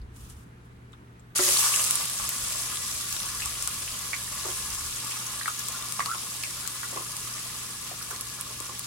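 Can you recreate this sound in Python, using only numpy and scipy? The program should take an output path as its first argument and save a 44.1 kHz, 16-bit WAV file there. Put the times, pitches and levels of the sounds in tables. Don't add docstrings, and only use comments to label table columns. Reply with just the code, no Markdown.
import sys
import numpy as np
from scipy import signal
from scipy.fft import rfft, irfft, next_fast_len
from scipy.io import wavfile
from scipy.ndimage import uniform_filter1d, map_coordinates

SR = 44100
rng = np.random.default_rng(int(sys.argv[2]) if len(sys.argv) > 2 else 0)


def persist_wave(psi):
    counts = np.round(np.clip(psi, -1, 1) * 32767).astype(np.int16)
    wavfile.write(sys.argv[1], SR, np.atleast_2d(counts).T)


def invert_db(x):
    u = np.asarray(x, float) / 20
    return 10 ** u


N = 390726

# (time [s], level [dB])
SIZZLE_LEVEL = [(1.35, -45), (1.36, -21.5), (1.375, -26), (1.39, -26.5), (1.45, -22.5), (1.66, -22),
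                (1.72, -24.5), (1.96, -27.5), (2.07, -31.5), (2.5, -32), (3.2, -33.5), (3.75, -34.5),
                (4.25, -36), (4.53, -33.5), (5.6, -36), (6.95, -36.5), (8, -38.5), (8.86, -40)]
# (frequency [Hz], relative density [dB per Hz])
SIZZLE_COLOUR = [(1500, -82), (3200, -15.5), (4200, -18), (4800, -9), (6300, -5), (7900, -3.5), (10700, -5),
                 (12500, -11.5), (15100, -24), (15900, -17.5)]
# (frequency [Hz], relative density [dB per Hz])
SEETHE_COLOUR = [(120, -15), (300, -7), (500, -0.5), (770, -5), (1500, -1.5), (2500, 3), (4000, 4.5),
                 (5500, 2.5), (7000, -8.5)]
# (frequency [Hz], left over right [dB])
FRY_LEAN = [(400, -1.5), (900, -1.5), (1800, 1), (3000, 1.5), (6400, 3), (9800, -0.7), (15000, -2.8)]
# (centre [Hz], width [Hz], gain [dB])
POT_MODES = [(922, 25, -11), (1060, 28, -4), (1150, 76, -0.5), (1240, 77, -6), (1400, 72, -6),
             (1678, 37, -3), (1950, 57, -10), (2270, 73, -10.5), (2720, 68, -8)]
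# (time [s], level [dB], pitch [Hz], left over right [dB])
SHARP_SPITS = [(1.3834, -10, 8900, 1.0), (1.5933, -9, 10200, 0.5), (1.761, -8.5, 7900, -5),
               (1.8418, -11, 7900, -4), (1.909, -2, 9660, -2), (1.9558, -7, 9100, -4),
               (2.0553, -15, 9400, -9), (2.0982, -13.5, 10900, -6), (2.2917, -9.5, 11000, -7),
               (2.5222, -16, 6900, -3), (2.7575, -21.5, 3900, 6), (3.1264, -15, 6670, -6),
               (3.4581, -13, 8400, 2), (3.6246, -14, 8200, 1.5), (3.6752, -9.5, 8640, 2.0),
               (5.478, -15.5, 9200, 4), (5.5938, -15, 7800, 2), (5.685, -14, 8050, 3),
               (5.923, -15, 7900, 9), (6.0597, -19, 4700, -2), (6.4365, -21, 4600, 2),
               (6.6758, -14, 7760, 10), (7.022, -20, 10700, 1.0), (7.167, -17, 8500, 4),
               (8.0262, -23, 5710, 2), (8.109, -16, 10700, 0.5), (8.2103, -14, 10700, -3),
               (8.411, -16, 10400, -8), (8.6024, -20, 7980, 9), (8.794, -14.5, 10300, -1.0)]
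# (time [s], level [dB], pitch [Hz], left over right [dB])
BIG_POPS = [(1.389, -24.5, 1330, -3), (1.393, -27, 1950, -10), (1.658, -28, 1240, -2),
            (1.739, -21.5, 2680, 11), (1.81, -33, 1080, -2), (2.198, -31, 1080, -4),
            (2.246, -31.5, 1060, -2.5), (3.4201, -23, 2630, 1.0), (3.46, -30, 1180, -2),
            (3.554, -30, 2910, -1.0), (3.675, -32, 1330, 1), (3.878, -27, 2800, 0.5),
            (3.9399, -29.5, 3080, 0), (4.132, -22, 2160, -8), (4.141, -26, 2270, 2), (5.1128, -28, 2770, 4),
            (5.412, -27, 1760, -1.0), (5.458, -23, 1850, 4), (5.48, -20.5, 1340, -2),
            (5.994, -19.5, 1095, -3), (6.004, -21, 1950, 3), (6.059, -27, 1140, 2), (6.147, -28, 1180, 2),
            (6.436, -23.5, 2460, 2), (6.653, -34, 1400, -0.5), (6.831, -30.5, 1380, -4),
            (6.832, -31.5, 1870, 0.5), (6.96, -33, 910, -5), (6.972, -28.5, 1090, -0.5),
            (7.913, -35, 690, -1), (8.013, -37, 1400, -2), (8.112, -32.5, 1430, -3),
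            (8.504, -39.5, 1060, -9), (8.607, -40, 1080, -1), (8.694, -35.5, 1080, -4)]
# (time [s], level [dB], tumble decay [s])
ONION_LANDINGS = [(1.392, -22.5, 0.024), (1.472, -30.5, .046), (4.448, -33, 0.043), (4.493, -45, 0.026),
                  (6.923, -39, 0.034), (6.96, -35.5, 0.031), (7.912, -48, 0.016), (8.109, -43.5, 0.021),
                  (8.501, -47, 0.017), (8.604, -43.5, 0.036), (8.69, -49, 0.062)]
# (frequency [Hz], level [dB], t60 [s])
BASE_MODES = [(371, 0, 0.2), (385, -14.5, 0.062), (439, -14.5, 0.31), (574, -12.5, 0.19), (910, -3, 0.078),
              (1038, -9, 0.19)]
# (frequency [Hz], relative density [dB per Hz])
SPLASH_COLOUR = [(150, -49), (300, -4), (600, -0.5), (1200, -15), (2000, -8), (3500, -40)]
# (time [s], pitch [Hz], level [dB])
STEAM_GLIDE = [(6.066, 980, -44), (6.087, 1150, -41.5), (6.115, 1320, -34), (6.145, 1410, -38)]
# (peak time [s], level [dB], fade [s])
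DRY_CRINKLES = [(.17, -50, .01), (.21, -52, .02), (.25, -51, 0.026), (.3, -51, 0.044), (.39, -59, 0.058),
                (.66, -67, .02), (.93, -68, .015)]
# (frequency [Hz], relative density [dB per Hz])
CRINKLE_COLOUR = [(530, -46), (900, -9), (1230, -1), (2090, -18), (2720, -7), (4400, -10), (8930, -4.5),
                  (15900, -15)]
# (time [s], level [dB], pitch [Hz], left over right [dB])
DRY_TICKS = [(.016, -49.5, 4510, 0), (.163, -40, 9000, .5), (.2995, -34, 8930, 1.5), (.9214, -48, 8000, 0),
             (0.931, -45.5, 3420, 2), (0.936, -46.5, 1350, 0), (1.196, -46, 7540, 1.5)]
# (time [s], level [dB])
RUMBLE_LEVEL = [(0.0, -40.5), (0.15, -53), (0.32, -44.5), (0.47, -56.5), (2.14, -59), (2.24, -47),
                (2.32, -66), (2.44, -46), (2.49, -53), (2.81, -54), (3.06, -55), (3.18, -50.5),
                (4.39, -52.5), (4.76, -48), (5.18, -59.5), (8.86, -57)]
# (frequency [Hz], relative density [dB per Hz])
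RUMBLE_COLOUR = [(15, -49), (25, -19), (59, -6), (75, -4.5), (97, -11), (105, -21), (140, -32), (230, -120)]
# (frequency [Hz], relative density [dB per Hz])
AIR_COLOUR = [(59, -54), (100, -9), (129, -9), (166, -5.5), (244, -9), (308, -12.5), (460, -14),
              (546, -23.5), (816, -20.5), (889, -18.5), (1710, -22.5), (5060, -38.5), (10400, -40),
              (15900, -52)]
# (frequency [Hz], left-right correlation [-1 to 1])
AIR_LIKENESS = [(60, 0.63), (240, 0.99), (950, -0.52), (3770, 0.15), (15000, -0.16)]

STEADY_DB = -35
SPAN_S = .0006
MIC_HZ = 14400
TOP_HZ = 15900


def unit(x):
    return x / np.sqrt(np.mean(x ** 2) + 1e-20)


def along(points, hz):
    f, v = np.transpose(points)
    return np.interp(np.log(hz + 1), np.log(f + 1), v)


def curves(rows):
    s, *cols = np.transpose(rows)
    return [np.interp(np.arange(N) / SR, s, c) for c in cols]


def wobble(rate):
    knots = rng.standard_normal(int(N * rate / SR) + 4)
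    return map_coordinates(knots, [np.arange(N) * rate / SR])


def filtered(x, response):
    m = next_fast_len(N + 8192)
    return irfft(rfft(x, m) * response(np.fft.rfftfreq(m, 1 / SR)), m)[..., :N]


def coloured(x, spectrum):
    own_hz, own_power = signal.welch(x, SR, nperseg=256)
    own_power = np.atleast_2d(own_power).mean(0)

    def response(hz):
        return invert_db(along(spectrum, hz)) / np.sqrt(np.interp(hz, own_hz, own_power) + 1e-12)
    return unit(filtered(x, response))


def sides(db):
    return invert_db(np.array([db, -np.asarray(db)]) * .5)


def hiss(patchy_db):
    z = signal.stft(rng.standard_normal((2, N)), nperseg=256)[2]
    field = uniform_filter1d(rng.standard_normal(z.shape[1:]), 8, 0)
    field = unit(uniform_filter1d(field, 8, 1))
    return unit(signal.istft(z * invert_db(patchy_db * field), nperseg=256)[1][:, :N])


def scattered(x, direct_db, t60):
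    hop = SR // 10
    count, t = N // hop + 1, np.arange(hop) / SR
    tail = rng.standard_normal((2, count, hop)) * invert_db(-60 * t / t60)
    tail = tail / np.linalg.norm(tail, axis=2, keepdims=True) / invert_db(direct_db)
    echo = tail + (t == 0)
    blocks = np.pad(x, ((0, 0), (0, count * hop - N))).reshape(2, count, hop)
    wet = irfft(rfft(blocks, 2 * hop) * rfft(echo, 2 * hop), 2 * hop)
    early = wet[..., :hop].reshape(2, -1)
    late = np.pad(wet[..., hop:].reshape(2, -1), ((0, 0), (hop, 0)))
    return early[:, :N] + late[:, :N]


def pot(hz):
    return sum(invert_db(db) * 1j * hz * w / (c * c - hz * hz + 1j * hz * w) for c, w, db in POT_MODES)


def bubbles(s, size, hz, cycles, rise, lag, width):
    k = np.arange(width)
    turns = hz[:, None] * k / SR
    u = turns / cycles[:, None]
    wave = np.sin(2 * np.pi * turns * (1 + rise * u / 2))
    wave = wave * np.exp(-3 * u) * (1 - np.exp(-2 * turns))
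    wave = wave / abs(wave).max(1, keepdims=True)
    ports = []
    for side, gain in zip((1, -1), size):
        at = np.round((s + .01 + side * lag / 2) * SR).astype(int)[:, None] + k
        ports.append(np.bincount(at.ravel(), (gain[:, None] * wave).ravel(), N + SR)[SR // 100:][:N])
    return np.array(ports)


def swarm(count, low_hz, high_hz, cycles, scatter_db, width):
    when, pitch, big, where = rng.random((count, 4)).T
    hz = low_hz * (high_hz / low_hz) ** pitch
    size = invert_db(-scatter_db * np.log(1 - .995 * big)) * sides(8 * (where - .5))
    return bubbles(when * N / SR, size, hz, np.full(count, cycles), 0.095, (where - .5) * SPAN_S, width)


def frying():
    sizzle_db, = curves(SIZZLE_LEVEL)
    over_db = sizzle_db - STEADY_DB
    since = np.arange(N) / SR - SIZZLE_LEVEL[0][0]
    late_db = -16 * np.exp(-abs(since) / 0.16)
    ring_db = -46.5 + 0.7 * over_db + late_db + 1.56 * wobble(4.04) + 1.2 * wobble(14)
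    seethe_db = -40 + 0.76 * over_db + 0.51 * wobble(4.9)
    surge_db = 0.34 * wobble(25) + 0.3 * wobble(90)

    fine = swarm(count=22000, low_hz=3360, high_hz=13900, cycles=4.3, scatter_db=-0.5, width=96)
    fine = unit(scattered(fine, direct_db=-2.8, t60=0.076))
    coarse = swarm(count=8000, low_hz=586, high_hz=5160, cycles=3.8, scatter_db=2.5, width=400)
    crackle = swarm(count=2500, low_hz=3300, high_hz=11000, cycles=1.24, scatter_db=1.3, width=64)
    crackle = unit(scattered(crackle, direct_db=0.53, t60=0.02))

    flat = [(500, 0)]
    sizzle = coloured(fine + .6 * crackle + .8 * hiss(patchy_db=1.6), SIZZLE_COLOUR)
    seethe = unit(scattered(coarse, direct_db=-10, t60=0.079))
    seethe = seethe + 0.41 * coloured(crackle, flat) + 2.0 * hiss(patchy_db=-0.7)
    seethe = coloured(seethe, SEETHE_COLOUR)
    drive = coloured(coarse.mean(0), flat) + 0.94 * rng.standard_normal(N) + 0.6 * hiss(patchy_db=0.0)
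    ring = unit(filtered(drive, lambda hz: pot(hz) * pot(hz) ** .35))

    mix = invert_db(sizzle_db) * sizzle + invert_db(seethe_db) * seethe + invert_db(ring_db) * ring
    return filtered((since > 0) * invert_db(surge_db) * mix, lambda hz: sides(along(FRY_LEAN, hz)))


def bursts(rows, cycles, span_s, rise, crack_db, low_hz, ring_db, direct_db, t60):
    s, db, hz, pan = np.transpose(rows)
    where, life = rng.random((len(s), 2)).T
    lag = (where - .5) * span_s
    size = invert_db(db) * sides(pan)
    note_cycles = np.clip(cycles * (.8 + .4 * life), 1, 30)
    note = bubbles(s, size, hz, note_cycles, rise, lag, width=1500)
    crack = bubbles(s, size, 1.5 * hz, 1.2 + 0 * s, .6, lag, width=200)

    def band(f):
        return (1j * f / (low_hz + 1j * f)) ** 3 / (1 + 1j * f / MIC_HZ) ** 2
    own = filtered(note + invert_db(crack_db) * crack, band)
    knock = invert_db(ring_db) * filtered(own, pot)
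    return scattered(own + knock, direct_db, t60)


def lesser(count, follows, over_db, spread_db, low_hz, high_hz):
    when, big, pitch, where = rng.random((count, 4)).T
    first, last = SIZZLE_LEVEL[0][0], SIZZLE_LEVEL[-1][0]
    s = first + when * (last - first)
    sizzle_db = np.interp(s, *np.transpose(SIZZLE_LEVEL))
    db = STEADY_DB + follows * (sizzle_db - STEADY_DB) + over_db + spread_db * (big - .5)
    return list(zip(s, db, low_hz * (high_hz / low_hz) ** pitch, 10 * (where - .5)))


def spits():
    more = lesser(count=60, follows=0.93, over_db=9.5, spread_db=2, low_hz=3450, high_hz=11000)
    return bursts(SHARP_SPITS + more, cycles=7.4, span_s=SPAN_S / 3, rise=0.13, crack_db=8.5,
                  low_hz=1490, ring_db=-7.5, direct_db=1.5, t60=0.023)


def pops():
    more = lesser(count=40, follows=1.0, over_db=-6.5, spread_db=14, low_hz=1014, high_hz=5430)
    return bursts(BIG_POPS + more, cycles=6.3, span_s=SPAN_S / 6, rise=0.052, crack_db=-2.0,
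                  low_hz=314, ring_db=-7.5, direct_db=-3.5, t60=0.12)


def landings():
    buried_s = 3.5
    splash_db, bare_db, pan_db = -0.5, -10, -1.5
    size = SR // 3
    t = np.arange(size) / SR
    splash = coloured(rng.standard_normal((2, N)), SPLASH_COLOUR)
    splash = np.pad(splash, ((0, 0), (0, SR)))
    out = np.zeros((2, N + SR))
    for s, db, length in ONION_LANDINGS:
        start = round(s * SR)
        free = np.exp(-(s - ONION_LANDINGS[0][0]) / buried_s)
        ring = np.zeros(size)
        for hz, level, t60 in BASE_MODES:
            fall_db = 60 * t / (t60 * max(free, .05))
            ring += invert_db(level + rng.normal(0, 0.43) - fall_db) * np.sin(2 * np.pi * hz * t)
        tumble = np.exp(-t / max(length, .002))
        pieces = invert_db(3.3 * wobble(96)[:size])
        blows = pieces * (rng.standard_normal(size) + .5 * rng.standard_normal((2, size)))
        blows[:, 0] += 1.1 * free ** 2 * np.sqrt(length * SR)
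        soft_ring = ring * (1 - np.exp(-t / .002))
        thud = signal.fftconvolve(soft_ring[None], blows * tumble, axes=1)[:, :size]
        thud = thud / abs(thud).max()
        wet = splash[:, start:start + size] * pieces * tumble * (1 - np.exp(-t / 0.0013))
        landing = thud + invert_db(splash_db + bare_db * free) * wet
        out[:, start:start + size] += invert_db(db) * sides(pan_db)[:, None] * landing
    return out[:, :N]


def whistle():
    hz, db = curves(STEAM_GLIDE)
    t = np.arange(N) / SR
    on = (t > STEAM_GLIDE[0][0]) & (t < STEAM_GLIDE[-1][0])
    pulse = 1 + .7 * np.sin(2 * np.pi * 95 * t + 1.5 * wobble(40))
    vent = pulse * invert_db(3 * wobble(120))
    tone = np.sin(2 * np.pi * np.cumsum(hz * (1 + .06 * wobble(250))) / SR)
    return scattered(np.tile(on * invert_db(db) * vent * tone, (2, 1)), direct_db=-1.6, t60=0.067)


def rustle():
    t = np.arange(N) / SR
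    rise_s = 0.016
    level = np.zeros(N)
    for s, db, fade in DRY_CRINKLES:
        level += invert_db(db) * np.exp(np.minimum((t - s) / rise_s, (s - t) / fade))
    grit = coloured(invert_db(1.3 * wobble(70)) * hiss(patchy_db=1.0), CRINKLE_COLOUR)
    ticks = bursts(DRY_TICKS, cycles=4, span_s=SPAN_S, rise=.1, crack_db=0.0,
                   low_hz=500, ring_db=-20.5, direct_db=-5.5, t60=0.075)
    return level * grit + ticks


def kitchen():
    hum_hz = 120.1
    phase = hum_hz * np.arange(N) / SR + .04 * wobble(5)
    hum = np.sqrt(2) * np.sin(2 * np.pi * phase)
    hum_db = -53 - wobble(3.914)

    rumble_db, = curves(RUMBLE_LEVEL)
    rumble_db = rumble_db + 0.98 * wobble(6)
    rumble = coloured(rng.standard_normal(N) + 0.16 * rng.standard_normal((2, N)), RUMBLE_COLOUR)

    def mid_side(hz):
        turn = np.arccos(np.clip(along(AIR_LIKENESS, hz), -1, 1)) / 2
        return np.array([np.cos(turn), np.sin(turn)])
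    mid, side = filtered(coloured(hiss(patchy_db=-0.7), AIR_COLOUR), mid_side)
    air = np.array([mid + side, mid - side])
    return invert_db(hum_db) * hum + invert_db(rumble_db) * rumble + invert_db(-52.5) * air


def scene():
    return frying() + spits() + pops() + landings() + whistle() + rustle() + kitchen()


def top_cut(x):
    return signal.sosfilt(signal.butter(12, 16660, fs=SR, output="sos"), x)


def record(dry):
    soft = dry / (1 + abs(dry / .7) ** 4) ** (1 / 4)
    mix = filtered(soft, lambda hz: hz < TOP_HZ)
    return top_cut(mix)


dry = scene()
out = record(dry)
persist_wave(out)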